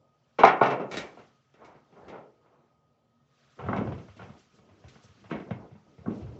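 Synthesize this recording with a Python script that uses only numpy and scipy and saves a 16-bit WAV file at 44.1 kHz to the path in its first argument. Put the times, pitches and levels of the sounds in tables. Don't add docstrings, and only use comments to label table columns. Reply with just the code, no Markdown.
import sys
import numpy as np
from scipy import signal
from scipy.io import wavfile
from scipy.ndimage import uniform_filter1d

SR = 44100
rng = np.random.default_rng(int(sys.argv[2]) if len(sys.argv) > 2 else 0)


def int16_out(signal):
    q = np.round(np.clip(np.atleast_2d(signal).T, -1, 1) * 32767)
    wavfile.write(sys.argv[1], SR, q.astype(np.int16))


N = 281799


def gain_of(db):
    return 10 ** (np.asarray(db) / 20)


def evened(x):
    return x / np.sqrt(np.mean(x ** 2) + 1e-20)


def read(points, hz):
    f, value = np.transpose(points)
    return np.interp(np.log(hz + 1), np.log(f + 1), value)


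def add(mix, s, sound):
    part = mix[round(s * SR):][:len(sound)]
    part += sound[:len(part)]


def band(x, lo_hz, hi_hz, order=2):
    sos = signal.butter(order, [lo_hz, hi_hz], "band", fs=SR, output="sos")
    return signal.sosfilt(sos, x)


def noise(field_db, size=512):
    hop = size // 4
    hz = np.fft.rfftfreq(size, 1 / SR)[:, None]
    t = np.arange(N // hop + 5) * hop / SR
    real, imag, patches = rng.standard_normal((len(t), len(hz), 3)).T
    patches = uniform_filter1d(patches, size // 64, 0)
    patches = evened(uniform_filter1d(patches, 12, 1))
    spectra = (real + 1j * imag) * gain_of(field_db(hz, t, patches))
    return signal.istft(spectra, nperseg=size, noverlap=size - hop)[1][:N]


def stroke(t, start, attack, hold, release, level_db):
    depth_db = 22.5
    knots = start + np.cumsum([0, attack, hold, release])
    level = level_db - depth_db * np.interp(t, knots, [1, 0, 0, 1])
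    return gain_of(level) * (t > knots[0]) * (t < knots[-1])


def ventilation():
    # f/Hz, relative level/dB
    air = [(25, -29.5), (60, -13.5), (130, -3.5), (200, -17.5), (600, -11.5), (1000, -18.5), (1500, -34),
           (3000, -32), (8000, -40.5)]
    # f/Hz, width/Hz, level/dB
    hum = [(141, 12, -74.5), (235, 11, -79.5), (1244, 3.7, -79), (1262, 2.5, -83.5), (1846, 2.5, -99),
           (3100, 6, -99)]
    air_db = -73.5
    wash = noise(lambda hz, t, patches: read(air, hz) + 2.5 * patches, size=2048)
    out = gain_of(air_db) * evened(wash)
    for hz, width_hz, db in hum:
        pole = np.exp(-np.pi * width_hz / SR)
        source = rng.standard_normal(N) + 1j * rng.standard_normal(N)
        waver = signal.lfilter([1 - pole], [1, -pole], source)
        carrier = np.exp(2j * np.pi * hz * np.arange(N) / SR)
        out += gain_of(db) * evened((waver * carrier).real)
    return out


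def rustle():
    # t/s, level/dB
    motion = [(0, -94), (.36, -82), (.55, -72), (.89, -79), (1.2, -73), (1.4, -83), (1.87, -83.5),
              (2.1, -78), (2.3, -86), (2.85, -93.5), (3.2, -92.5), (3.4, -75.5), (3.85, -72), (4.33, -73),
              (4.66, -80.5), (4.9, -73.5), (5.3, -73), (5.8, -82), (6.1, -75), (6.39, -76)]
    # f/Hz, relative density/dB
    cloth = [(710, -28), (1200, 4), (1930, -3.5), (3180, -3), (3730, -6), (6050, -8), (7580, -16),
             (8220, -18), (10700, -47.5), (18100, -120)]
    # start/s, attack/s, hold/s, release/s, level/dB, brightness/(dB per octave)
    slides = [(0.895, 0.037, 0.084, .12, -55, 1.2), (1.63, .025, .012, .1, -72, .4),
              (4.34, 0.043, 0.011, 0.1, -70, 4.8), (4.49, 0.057, .012, .12, -74, 5),
              (4.87, 0.017, 0.065, .1, -70, 2.7), (5.01, 0.026, 0.011, 0.085, -67.5, 8.1),
              (6.09, .05, .04, 0.17, -72.5, 2.5)]
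    cloth_bright_db_per_octave = 0.17
    s, level_db = np.transpose(motion)

    def plain_field(hz, t, patches):
        return read(cloth, hz) + 2.0 * patches

    def moving_field(hz, t, patches):
        octaves = np.log2((hz + 1) / 4500)
        cloth_db = np.interp(t, s, level_db) + cloth_bright_db_per_octave * octaves
        power = gain_of(2 * cloth_db)
        for *shape, bright_db in slides:
            power = power + (stroke(t, *shape) * gain_of(bright_db * octaves)) ** 2
        return plain_field(hz, t, patches) + 10 * np.log10(power)

    plain = noise(plain_field, size=256)
    reference = np.sqrt((band(plain, 3500, 7500) ** 2).mean())
    return noise(moving_field, size=256) / reference


def drag():
    # start/s, attack/s, hold/s, release/s, level/dB, centre f/Hz
    strokes = np.array([(0.894, .035, 0.097, .18, -41.5, 376), (1.17, .03, .012, 0.068, -55, 490),
                        (1.54, 0.064, .13, 0.13, -56, 470), (1.86, .22, 0.066, .13, -48.5, 370),
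                        (2.3, .15, 0.19, 0.24, -67.5, 421), (3.561, .03, .1, .03, -52.5, 300.6),
                        (3.68, 0.039, .14, 0.23, -34.5, 238), (4.13, .045, .19, 0.12, -58, 260),
                        (4.46, 0.098, 0.45, .05, -63, 210), (5.048, 0.17, .012, .05, -58.5, 199.8),
                        (5.289, 0.057, .012, 0.08, -38, 270), (5.398, 0.077, .18, 0.094, -48.5, 275),
                        (5.75, .13, 0.032, .2, -60.5, 225), (5.999, 0.087, 0.087, 0.22, -43, 235),
                        (6.223, 0.18, .05, .05, -45.5, 190)])

    def field(hz, t, patches):
        gains = np.array([stroke(t, *row[:5]) for row in strokes]) + 1e-9
        centre_hz = strokes[:, 5] @ gains / gains.sum(0)
        octaves = np.log2((hz + 20) / centre_hz)
        above_db = -4.0 * np.maximum(octaves, 0) ** 1.96
        below_db = 3.6 * np.minimum(octaves, 0)
        return above_db + below_db + 1.5 * patches

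    grit = noise(field, size=1024)
    grit /= np.sqrt(abs(uniform_filter1d(grit ** 2, 4410)) + 1e-20)
    t = np.arange(N) / SR
    envelope = sum(stroke(t, *row[:5]) for row in strokes)
    return grit * uniform_filter1d(envelope, size=350)


def ring(modes, t, spot_db=4.5):
    hz, db, t60 = np.transpose(modes)[:, :, None]
    spot = rng.standard_normal((len(modes), 2))
    decay = gain_of(db + spot_db * spot[:, :1] - 60 * t / t60)
    pitch_hz = hz * (1 + 0.022 * spot[:, 1:])
    return (decay * np.sin(2 * np.pi * pitch_hz * t)).sum(0)


def room_tail(t, damping):
    # f/Hz, t60/s before the damping factor
    office = [(100, 0.26), (400, 0.72), (1000, 0.42), (2500, 0.35), (3500, 0.23), (5000, 0.18),
              (8000, 0.17)]
    hz, frames, spectra = signal.stft(rng.standard_normal(len(t)), SR, nperseg=256)
    t60 = damping * read(office, hz)[:, None]
    tail = signal.istft(spectra * gain_of(-60 * frames / t60), SR, nperseg=256)[1][:len(t)]
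    return tail * (1 - np.exp(-t / .004))


def blow(row, modes, rise_s, chatter_s, damping, knock_db, tick_db, snap_db=-2, colour_db=-5):
    # low f/Hz, high f/Hz
    crack, knock, rap = [(700, 1420), (385, 700), (1750, 3400)]
    smears_db = [-1.2, -5.6, -7.2, 2.8, 2.2]
    knock_per_weight, tick_per_hardness = 0.47, 1.65
    thump_span = 1.5
    s, crack_db, weight_db, hard_db, tail_db, thump_hz = row
    thump = (thump_hz / thump_span, thump_hz * thump_span)
    tick = (rap[1], 8000 * 2 ** (np.clip(hard_db, -30, 0) / 42))
    bands = [crack, thump, knock, rap, tick]
    levels_db = crack_db + np.array([
        0, weight_db, knock_db + knock_per_weight * weight_db,
        hard_db, tick_db + tick_per_hardness * hard_db])

    t = np.arange(SR // 2) / SR
    push = (1 - np.exp(-t[:2048] / rise_s)) * np.exp(-t[:2048] / chatter_s)
    contacts = rng.standard_normal(2048) ** 2 * rng.choice([-1, 1], 2048) * push
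    wood = ring(modes, t[:8192])
    wood /= np.linalg.norm(wood)
    snap = np.exp(-2 * np.pi * 550 * t[:8192])
    snap /= np.linalg.norm(snap)
    direct = signal.fftconvolve(contacts, wood + gain_of(snap_db) * snap)
    colour = gain_of(colour_db) * wood + snap
    tail = signal.fftconvolve(room_tail(t, damping), colour)[:len(t)]
    tail *= 1 - np.exp(-t / chatter_s)
    lowest_hz = .95 * modes[0][0]
    direct = band(direct, lowest_hz, 9000, order=4)
    tail = band(tail, lowest_hz, 9000, order=4)

    out = np.zeros(len(t))
    for i, (db, edges, smear_db) in enumerate(zip(levels_db, bands, smears_db)):
        part = band(tail, *edges, order=3)
        part *= gain_of(tail_db + smear_db) / np.linalg.norm(part)
        first = band(direct, *edges, order=3)
        add(part, 0, first / np.linalg.norm(first))
        if i == 0:
            crest = abs(part).max()
        else:
            crest = np.sqrt(uniform_filter1d(part ** 2, 882).max())
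        out += gain_of(db) * part / crest
    return s, out


def cabinet_blows():
    # t/s, crack level/dB, thump re crack/dB, rap re crack/dB, tail re direct/dB before smear, thump f/Hz
    rows = [(3.588, -35, -7, -21.5, 11, 120), (3.637, -39, 1.5, -19.5, 3, 110),
            (3.661, -37.5, 4, -20, 1.5, 115), (3.685, -23, -8.5, -27.5, 3, 149.5),
            (3.729, -18.5, -18, -26, -1.5, 201), (3.762, -31.5, 0, -13.5, 1.4, 170),
            (3.78, -31, 2.5, -20, -3.5, 139), (3.81, -36.5, 5.5, -19.5, 0.5, 152),
            (3.871, -39, 5.5, -19, 1.9, 100), (3.92, -35.5, -3, -19.5, 0, 110),
            (3.979, -48.5, 3.5, -12, 4.5, 125), (4.082, -47.5, -2, -17, 1.2, 105),
            (4.164, -63, 6.5, -0.5, 6, 150), (4.192, -41, -6.5, -18, 5.5, 152),
            (4.218, -45.5, 1.5, -12, 3.4, 134), (4.294, -50.5, 3, -15, 0, 130),
            (4.585, -58.5, -1.5, -16, 1.2, 120), (4.688, -59, -0.5, -13, 3.5, 130),
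            (4.839, -52, 4, -17, 3.5, 85), (4.882, -68.5, 11.5, 6.5, 1.6, 100),
            (4.955, -52, -5, -14, 1.3, 170), (5.037, -56, 0.6, -24, 0.5, 130),
            (5.085, -65, 8, -10.5, 2, 100), (5.24, -50, -3, -15.5, 3.5, 125),
            (5.299, -45.5, -4, -8.5, 8.5, 220), (5.311, -29, -4.5, -17, 1.5, 235),
            (5.322, -38, 5.5, -14.5, 0.6, 265), (5.351, -40, 4, -15, 2.5, 295),
            (5.399, -45, 3, -14, 3, 250), (5.507, -31.5, 1.5, -17.5, -1.5, 150),
            (5.709, -57.5, 10, -15, 5.4, 140), (5.749, -55.5, 5, -18, 3, 140), (5.98, -55, 6, -14, 3, 109),
            (6.059, -36, -1, -34, 4, 150), (6.076, -49.5, 23, -19, 2.7, 221), (6.103, -54, 19, -10, 6, 290),
            (6.21, -57, 18.5, -9, 5.5, 85), (6.266, -53.5, 1, -15, 5.5, 130),
            (6.32, -62, 17.5, -7.5, 3, 85)]
    # f/Hz, level/dB, t60/s
    modes = [(78, -12, .2), (105, -3, .2), (133, -6, .15), (221, 1, .12), (250, 0, .11), (312, -4, .08),
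             (398, -3, .08), (476, -2, .08), (550, -6, .06), (690, -6, .06), (775, -5, .05), (955, -1, .05),
             (1087, 0, .05), (1340, -2, .05), (1515, 0, .05), (2200, 1, .03), (2690, -3, .03),
             (4000, -2, .03)]
    out = np.zeros(N)
    for row in rows:
        add(out, *blow(row, modes, rise_s=0.0011, chatter_s=0.0037, damping=0.75,
                       knock_db=-5.5, tick_db=-5.5))
    return out


def dolly_blows():
    # t/s, crack level/dB, thump re crack/dB, rap re crack/dB, tail re direct/dB before smear
    rows = [(0.385, -18, -16, -16.5, 13.5), (0.434, 0.4, -27.5, -26, -5), (0.448, -8, -23, -15, -6.5),
            (0.469, -9.5, -25, -19.5, 4), (0.611, -8, -19.5, -27, -2), (0.623, -16.5, -21, -18, 11.5),
            (0.658, -24, -12, -14, 1.5), (0.699, -23.5, -14, -16, 18), (0.794, -32, -7, -20, 13),
            (0.912, -36.5, -17.5, -6.5, 4.5), (0.939, -35.5, -13, -7.5, -3), (0.969, -35.5, -6, -1.2, 0.6),
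            (1.17, -44.5, -14, -21, -3.5), (1.187, -49, -7, -16, 5), (1.539, -60.5, -5.5, -8, 3),
            (1.617, -45.5, -15, -24, 5.5), (1.646, -51.5, -10.5, -8.5, -4), (1.748, -52.5, -7, -19.5, 4),
            (1.924, -58, -3, -15, 2.5), (1.957, -49.5, -10, -23.5, 18), (2.08, -45, -18, -10.5, 9),
            (2.121, -38.5, -16, -24.5, 18), (2.154, -42.5, -11.5, -21, 5.5), (2.459, -58, -24, -20, 1),
            (2.521, -61.5, -12, -22, 9)]
    # f/Hz, level/dB, t60/s
    modes = [(135, -8, .12), (170, -4, .1), (220, -6, .1), (395, 0, .09), (440, 1, .09), (530, -2, .07),
             (618, -2, .06), (695, 1, .07), (772, 0, .06), (877, 0, .06), (950, 0, .06), (1075, 2, .06),
             (1325, -1, .05), (1400, -2, .05), (1485, -6, .05), (1865, -5, .04), (2180, 3, .04),
             (2330, 2, .04), (2700, -1, .04), (3900, 0, .03)]
    thump_hz = 185.1
    out = np.zeros(N)
    for row in rows:
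        add(out, *blow((*row, thump_hz), modes, rise_s=0.0009, chatter_s=0.0048, damping=0.86,
                       knock_db=0.4, tick_db=-1.8))
    return out


def scene():
    return (ventilation() + rustle() + drag() + cabinet_blows() + dolly_blows())[None]


def record(dry):
    mic_hz, edge_hz, hiss_db, ceiling = 60, 7900, -101.5, .94
    high_pass = signal.butter(3, mic_hz, "high", fs=SR, output="sos")
    thin = signal.sosfilt(high_pass, dry)
    rounded = ceiling * thin / (ceiling ** 4 + thin ** 4) ** (1 / 4)
    low_pass = signal.firwin(201, edge_hz, window=("kaiser", 9), fs=SR)
    dull = signal.oaconvolve(rounded, low_pass[None], "same")
    return dull + gain_of(hiss_db) * rng.standard_normal(dry.shape)


dry = scene()
out = record(dry)
int16_out(out)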